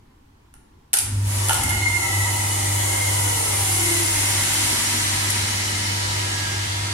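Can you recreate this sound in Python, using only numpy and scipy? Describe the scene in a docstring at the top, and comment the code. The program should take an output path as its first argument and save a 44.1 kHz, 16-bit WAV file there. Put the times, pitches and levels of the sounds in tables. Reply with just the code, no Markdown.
"""A contactor snaps shut in the control cabinet of a hydraulic elevator and the pump motor starts.
The motor hums at twice the mains frequency; a second contactor clacks over to full power.
Oil hisses through a closing valve, whose breathy tone sinks through the resonances of pipe and tank.
The blows are decaying noise with cabinet modes; hum and pump are wavering sines; the oil is shaped
noise; the valve tone is a blurred series of overtones. Reflections from bare walls join them."""
import sys
import numpy as np
from scipy import signal
from scipy.fft import rfft, irfft
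from scipy.io import wavfile
from scipy.ndimage import uniform_filter1d

SR = 44100
rng = np.random.default_rng(int(sys.argv[2]) if len(sys.argv) > 2 else 0)


def generate_wav(signal):
    """Clip the signal to [-1, 1] and save it as 16-bit WAV at the path in sys.argv[1]."""
    frames = np.transpose(np.atleast_2d(signal))
    scaled = np.clip(frames, -1, 1) * 32767
    pcm = np.round(scaled).astype(np.int16)
    wavfile.write(sys.argv[1], SR, pcm)


N = 305613
TIME = np.arange(N) / SR  # s
BINS = np.fft.rfftfreq(1024, 1 / SR)  # Hz, of the short-time spectra
FRAMES = np.arange(N // 256 + 5) * 256 / SR  # s, of the short-time spectra
START = 0.98  # s, the motor and the oil set in


def amp(db):
    """Level: decibels become a gain."""
    return 10 ** (np.asarray(db) / 20)


def unit(x):
    """Normalisation: scales to rms 1."""
    return x / np.sqrt(np.mean(x ** 2) + 1e-20)


def read(points, hz):
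    """Interpolation: reads a spectrum on a log-frequency axis."""
    f, value = np.transpose(points)
    return np.interp(np.log(hz + 1), np.log(f + 1), value)


def follow(rows, t):
    """Interpolation: the columns of a curve table at times t."""
    s, *columns = np.transpose(rows)
    return [np.interp(t, s, c) for c in columns]


def colour(x, db_at):
    """Linear filtering: applies a gain in dB given as a function of frequency."""
    size = x.shape[-1]
    hz = np.fft.rfftfreq(size, 1 / SR)
    return irfft(rfft(x) * amp(db_at(hz)), size)


def drift(hz):
    """Low-passed noise: slow random motion of rms 1, up to about hz."""
    low_pass = np.exp(-(np.fft.rfftfreq(N, 1 / SR) / hz) ** 2)
    return unit(irfft(rfft(rng.standard_normal(N)) * low_pass, N))


def running(start, rise):
    """Linear onset: fades in from start over rise seconds."""
    return np.clip((TIME - start) / rise, 0, 1)


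def s_curve(t, middle, width):
    """Sigmoid: a smooth step from 0 to 1."""
    return 0.5 + 0.5 * np.tanh((t - middle) / (2 * width))


def pair(two):
    """Spatial coherence: two unrelated signals become a field at two microphones, alike in the bass."""
    # Each row: frequency in Hz, left-right correlation
    likeness = [(120, 1), (300, 0.81), (600, -0.57), (1200, 0.061), (2500, -0.12), (6000, 0.015)]
    # Each row: frequency in Hz, left minus right in dB
    balance = [(300, 0.5), (650, -4), (1200, -1), (2500, -0.5), (5000, -1), (9000, 3), (12500, -2.5)]
    hz = np.fft.rfftfreq(N, 1 / SR)
    a, b = rfft(two)
    same = np.clip(read(likeness, hz), -1, 1)
    mid = a * np.sqrt((1 + same) / 2)
    side = b * np.sqrt((1 - same) / 2)
    lean = amp(read(balance, hz) / 2)
    return irfft(np.array([(mid + side) * lean, (mid - side) / lean]), N)


def noise(field_db):
    """Short-time synthesis: two unrelated noises whose spectrum follows a field in dB."""
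    a, b = rng.standard_normal((2, 2, len(FRAMES), len(BINS)))
    spectra = ((a + 1j * b) * amp(field_db)).swapaxes(1, 2)
    return signal.istft(spectra, nperseg=1024, noverlap=768)[1][:, :N]


def patches(frame_count, bin_count):
    """Local averaging: smooth random patches over time and frequency, for each channel."""
    z = rng.standard_normal((2, len(FRAMES), len(BINS)))
    smooth_in_time = uniform_filter1d(z, frame_count, axis=1)
    return unit(uniform_filter1d(smooth_in_time, bin_count, axis=2))


def room(x, build=0.0013):
    """Reverberation: dense reflections from bare walls, each band dying at its own speed."""
    # Each row: frequency in Hz, time to decay by 60 dB in seconds
    decay_times = [(200, 0.51), (1000, 0.82), (4000, 0.57), (10000, 0.49), (15000, 0.098)]
    hz, t, z = signal.stft(rng.standard_normal((2, SR)), SR, nperseg=256)
    z = z * amp(-60 * t / read(decay_times, hz)[:, None])
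    z = z * (1 - np.exp(-t / build))
    tail = signal.istft(z, SR, nperseg=256)[1]
    return signal.fftconvolve(x, tail / np.linalg.norm(tail[0]), axes=1)[:, :N]


def pipe_db(hz):
    """Resonance: bell-shaped lifts and notches that pipe and tank give, in dB."""
    # Each row: centre in Hz, width in Hz, lift in dB
    resonances = [(228.8, 28, 7.5), (338, 15, 11), (570, 91, 4), (770, 17, 13), (943, 42, 15),
                  (946.6, 71, 0.5), (1000, 110, -4.5), (1380, 130, 0), (1665, 440, -4), (1975, 45, 17.5),
                  (2117, 110, 17), (2968, 33, 14.5), (3222, 20, 11), (4450, 47, 7.5), (7000, 420, 5.5),
                  (8520, 400, 0.5), (9900, 220, -2.5)]
    return sum(db / (1 + (2 * (hz - f) / width) ** 2) for f, width, db in resonances)


def opening(t):
    """Throttling: travel of the valve along an S-curve from 1, open, to 0, shut."""
    return 1 - s_curve(t, middle=3.24, width=0.6)


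def machine_room(level_db=-53, patches_db=1.2):
    """Ambient noise: many faint sources add up to a diffuse, slightly patchy noise."""
    # Each row: frequency in Hz, relative spectrum level in dB
    spectrum = [(15, -46), (25, -14), (32, -11), (43, -7), (64, -5), (82, -6), (149, -17.5), (180, -17.5),
                (263, -14), (591, -29.5), (936, -22), (1040, -23), (1230, -29), (13600, -46.5),
                (16000, -51)]
    field = read(spectrum, BINS) + patches_db * patches(frame_count=14, bin_count=8)
    return amp(level_db) * unit(pair(noise(field)))


def motor(hum_trim_db=1, sway=0.072, waver_db=1):
    """Magnetostriction and forced vibration: hum at twice the mains, over the shaken tank's rumble."""
    # The hum swells and sags at the microphone.
    # Each row: time in seconds, rms level in dB ahead of the trim and waver
    hum_levels = [(1.16, -22), (1.46, -26), (1.61, -35.5), (1.83, -24.5), (2.04, -36.5), (2.19, -24.5),
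                  (2.51, -28), (2.77, -24.5), (2.96, -31), (3.25, -25), (3.47, -35.5), (3.55, -29.5),
                  (4.39, -30.5), (4.45, -39), (4.62, -31.5), (4.81, -39), (4.97, -31), (6.93, -30)]
    # Each switching step jolts the tank. Each row: start in seconds, peak level in dB
    jolts = [(1.02, -36.5), (1.52, -32)]
    # Each row: frequency in Hz, relative level of the shaking in dB
    shake_colour = [(20, -23), (35, -23), (47, 1), (58, 0.5), (75, 2), (95, 5.5), (120, -7.5), (170, -12),
                    (260, -9), (500, -51)]
    mains_hz = 50.02
    attack_s, jolt_rise_s = 0.19, 0.14  # the hum builds up as the motor takes current; top of a jolt
    steady_shake_db = -40.5

    phase = 2 * np.pi * 2 * mains_hz * TIME + sway * drift(2.9)
    level = amp(follow(hum_levels, TIME)[0] + hum_trim_db + waver_db * drift(4.6))
    level = level * running(START, attack_s) ** 1.8
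    hum = np.sqrt(2) * level * np.sin(phase)

    shake = amp(steady_shake_db) * running(START, 0.044)
    for s, db in jolts:
        age = np.maximum(TIME - s, 0) / jolt_rise_s
        shake = shake + amp(db) * (age * np.exp(1 - age)) ** 2
    source = rng.standard_normal((2, N))
    rumble = unit(pair(colour(source, lambda hz: read(shake_colour, hz))))
    return hum + shake * rumble


def whine(hz, wander_hz, fading=0.28):
    """Standing waves: a wavering line swells and fades at each microphone on its own."""
    phase = 2 * np.pi * np.cumsum(hz + wander_hz * drift(15.15)) / SR
    ears = [(1 + fading * drift(1.9)) * np.sin(phase + drift(0.62)) for _ in range(2)]
    return unit(np.array(ears))


def pump():
    """Periodic forcing and resonance: lines of motor and pump, and the singing pipe."""
    # Each row: frequency in Hz, level in dB at full speed ahead of the stereo spread, rms wander in Hz
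    pump_lines = [(144.9, -49.5, 0.75), (221.6, -52, 1.34), (302.8, -45.5, 0.091), (367, -63, 1.7),
                  (710, -51, 0.68), (766, -47, 6.06), (891, -45, 20), (967, -42, 5.28), (1340, -49, 4.1),
                  (2170, -63, 5.8)]
    lines = sum(amp(db) * whine(hz, wander) for hz, db, wander in pump_lines)
    # the pipe starts to sing once the valve is nearly shut
    singing = amp(-37.5) * running(4.5, 1.9) * whine(1637, wander_hz=8.7, fading=0.62)
    return pair(lines + singing) * running(0.92, 1.0)


def oil(wet=0.64, ripple_db=1.54, flicker_db=0.97, level_db=-22.5, trim_db=0.06):
    """Turbulence: rush, hiss and fizz, coloured by the pipe and by slowly shifting reflections."""
    # Oil flow with the pump at speed; each level counts relative to the mean of its column.
    # Each row: time in seconds, rush in the pipe, hiss of the valve, fizz of cavitation, all in dB
    flow_levels = [(1.85, -40.5, -39.5, -34.5), (2.03, -36.5, -39.5, -31.5), (3.5, -34, -35.5, -28),
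                   (3.71, -38.5, -34, -27), (4.61, -35.5, -30.5, -28.5), (5.98, -39.5, -32.5, -39),
                   (6.24, -38.5, -33, -39.5), (6.75, -41, -35, -43)]
    # For rush, hiss and fizz. Each row: change before the pump takes up the oil, surge at run-up, in dB
    run_up = [(-8, 8), (-9, 2.5), (-12, 3)]
    # Each row: frequency in Hz, relative level in dB
    flow_colour = [(70, -41), (130, -0.5), (200, -22), (330, -5), (480, -9), (700, -8), (900, -4),
                   (1120, -8.5), (1700, -6.5), (2600, -6.5), (5000, -6), (10300, -3), (13000, -14),
                   (16000, -22)]
    ring_open, ring_shut = 0.93, 0.34  # share of the resonance lift: an open valve rings the pipe most

    levels = np.array(follow(flow_levels, FRAMES))
    relative = levels - levels.mean(axis=1, keepdims=True)
    unprimed = 1 - s_curve(FRAMES, middle=1.25, width=0.013)
    surge = np.exp(-((FRAMES - 1.46) / 0.16) ** 2)
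    rush, hiss, fizz = relative + np.array(run_up) @ [unprimed, surge]

    # the resonances build up with the pressure
    ringing = ring_shut + (ring_open - ring_shut) * opening(FRAMES)
    ringing = ringing * s_curve(FRAMES, middle=1.52, width=0.13)

    # the rush fills the middle, the hiss lies above it, the fizz at the top
    above_rush = read([(950, 0.066), (1500, 1)], BINS)
    top = read([(4800, 0.053), (10000, 0.96)], BINS)
    field = np.outer(rush, 1 - above_rush) + np.outer(hiss, above_rush - top) + np.outer(fizz, top)
    field = field * read([(300, 0.18), (700, 0.99)], BINS)  # the bass follows the flow less
    field = field + read(flow_colour, BINS) + np.outer(ringing, pipe_db(BINS))
    field = field + ripple_db * patches(frame_count=170, bin_count=2)
    field = field + flicker_db * patches(frame_count=8, bin_count=30)

    # part of the flow is heard directly, part by way of the walls
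    wet = np.clip(wet, 0, 1)
    direct, reflected = (noise(field) * running(START, 0.055) for _ in range(2))
    flow = pair(np.sqrt(1 - wet) * direct + np.sqrt(wet) * room(reflected))
    return amp(level_db + trim_db) * flow / flow[:, TIME > 2].std()


def valve(blur_hz=34, spread=0.17):
    """Vortex shedding: eddies make a breathy tone; each overtone flares as it crosses a resonance."""
    # Each row: time in seconds, level in dB ahead of the resonances and the room
    tone_levels = [(1.58, -62), (1.76, -49.5), (2.15, -50), (2.65, -51), (3.3, -44), (3.92, -37.5),
                   (4.35, -45), (5.8, -46.5), (6.9, -64)]
    # Each row: multiple of the pitch, relative level in dB
    overtones = [(1, -0.5), (2, -1), (3, -1), (4, -4), (5, -22), (6, -4)]
    open_hz, shut_hz = 746.8, 200.4  # pitch at the two ends of the travel, ahead of the hunting
    open_db, shut_db = 10.5, -13  # lift of the overtones: the tone gets purer as the gap narrows
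    hunting, hunting_hz = 0.02, 8.96  # rms share by which the pitch wanders, and how fast

    gap = opening(TIME)
    db = follow(tone_levels, TIME)[0]
    hz = (shut_hz + (open_hz - shut_hz) * gap) * (1 + hunting * drift(hunting_hz))
    phase = 2 * np.pi * np.cumsum(hz) / SR
    overtones_db = shut_db + (open_db - shut_db) * gap
    tone = np.zeros((2, N))
    for k, k_db in overtones:
        width = blur_hz * k ** spread
        # random amplitude and phase spread the line into a narrow band of noise
        blur = np.array([drift(width) + 1j * drift(width) for _ in range(2)])
        level = amp(db + k_db + overtones_db * (round(k) > 1))
        tone += level * (blur * np.exp(1j * round(k) * phase)).real
    return pair(room(colour(tone, pipe_db) * running(1.4, 0.26)))


def contactors():
    """Impact and modal decay: a brief chatter of contacts and a thud that rings the cabinet."""
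    # Contactor and relay blows. Each row: start in seconds, level in dB,
    # decay of the chatter by 60 dB in seconds, weight of the cabinet thud in dB
    blows = [(.5395, -37, .012, -10.5), (.9314, -7.5, .02, -27), (.9378, -5.5, .028, -17),
             (.9705, -11, 0.024, -36), (0.9866, -7, 0.017, -42), (0.99, -10, 0.0095, -38),
             (1.485, -13, 0.021, -25), (1.4945, -14, 0.031, 1), (1.5083, -25.5, 0.043, 8.5),
             (1.5305, -13.5, 0.029, -14), (1.5434, -15, 0.019, -12), (1.6352, -16.5, 0.035, -10),
             (1.6924, -19, 0.046, -14), (1.7058, -19, 0.011, -3), (5.303, -14, 0.029, -22)]
    # Ring of the contacts. Each row: frequency in Hz, relative level in dB
    contact_colour = [(300, -26), (900, -25), (2500, -14), (5000, -13), (7500, -9.5), (9000, -4),
                      (10400, -0.5), (12000, -8), (14000, -21), (16000, -32)]
    # Modes of the cabinet. 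Each row: frequency in Hz, relative level in dB, 60 dB decay time in seconds
    cabinet = [(795, -4, 0.04), (886, -3.5, 0.072), (1118, -16, 0.028), (1393, 1, 0.024), (1710, -5, 0.024),
               (2100, -25, 0.031), (2970, 4, 0.01)]

    t = np.arange(SR // 4) / SR
    out = np.zeros((2, N))
    for s, db, decay, thud_db in blows:
        source = rng.standard_normal((2, len(t)))
        chatter = unit(colour(source, lambda hz: read(contact_colour, hz))) * amp(-60 * t / decay)
        phases = 2 * np.pi * rng.random((len(cabinet), 2, 1))
        thud = sum(amp(d - 60 * t / t60) * np.sin(2 * np.pi * f * t + p)
                   for (f, d, t60), p in zip(cabinet, phases))
        onset = 1 - np.exp(-t / 0.00033)
        blow = amp(db) * (chatter + amp(thud_db) * thud) * onset
        part = out[:, round(s * SR):][:, :len(t)]
        part += blow[:, :part.shape[1]]
    return out


def scene():
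    """Superposition: the cabinet close by, the pump unit behind it, the quiet of the machine room."""
    clicks = contactors()
    echoes = amp(-1.5) * room(clicks)
    return clicks + echoes + motor() + pump() + oil() + valve() + machine_room()


def record(dry):
    """Band limiting: a full-scale limit, then a low-pass at 15.9 kHz."""
    low_pass = signal.firwin(511, 15900, window=("kaiser", 9), fs=SR)
    return signal.oaconvolve(np.clip(dry, -1, 1), low_pass[None], "same")


dry = scene()
out = record(dry)
generate_wav(out)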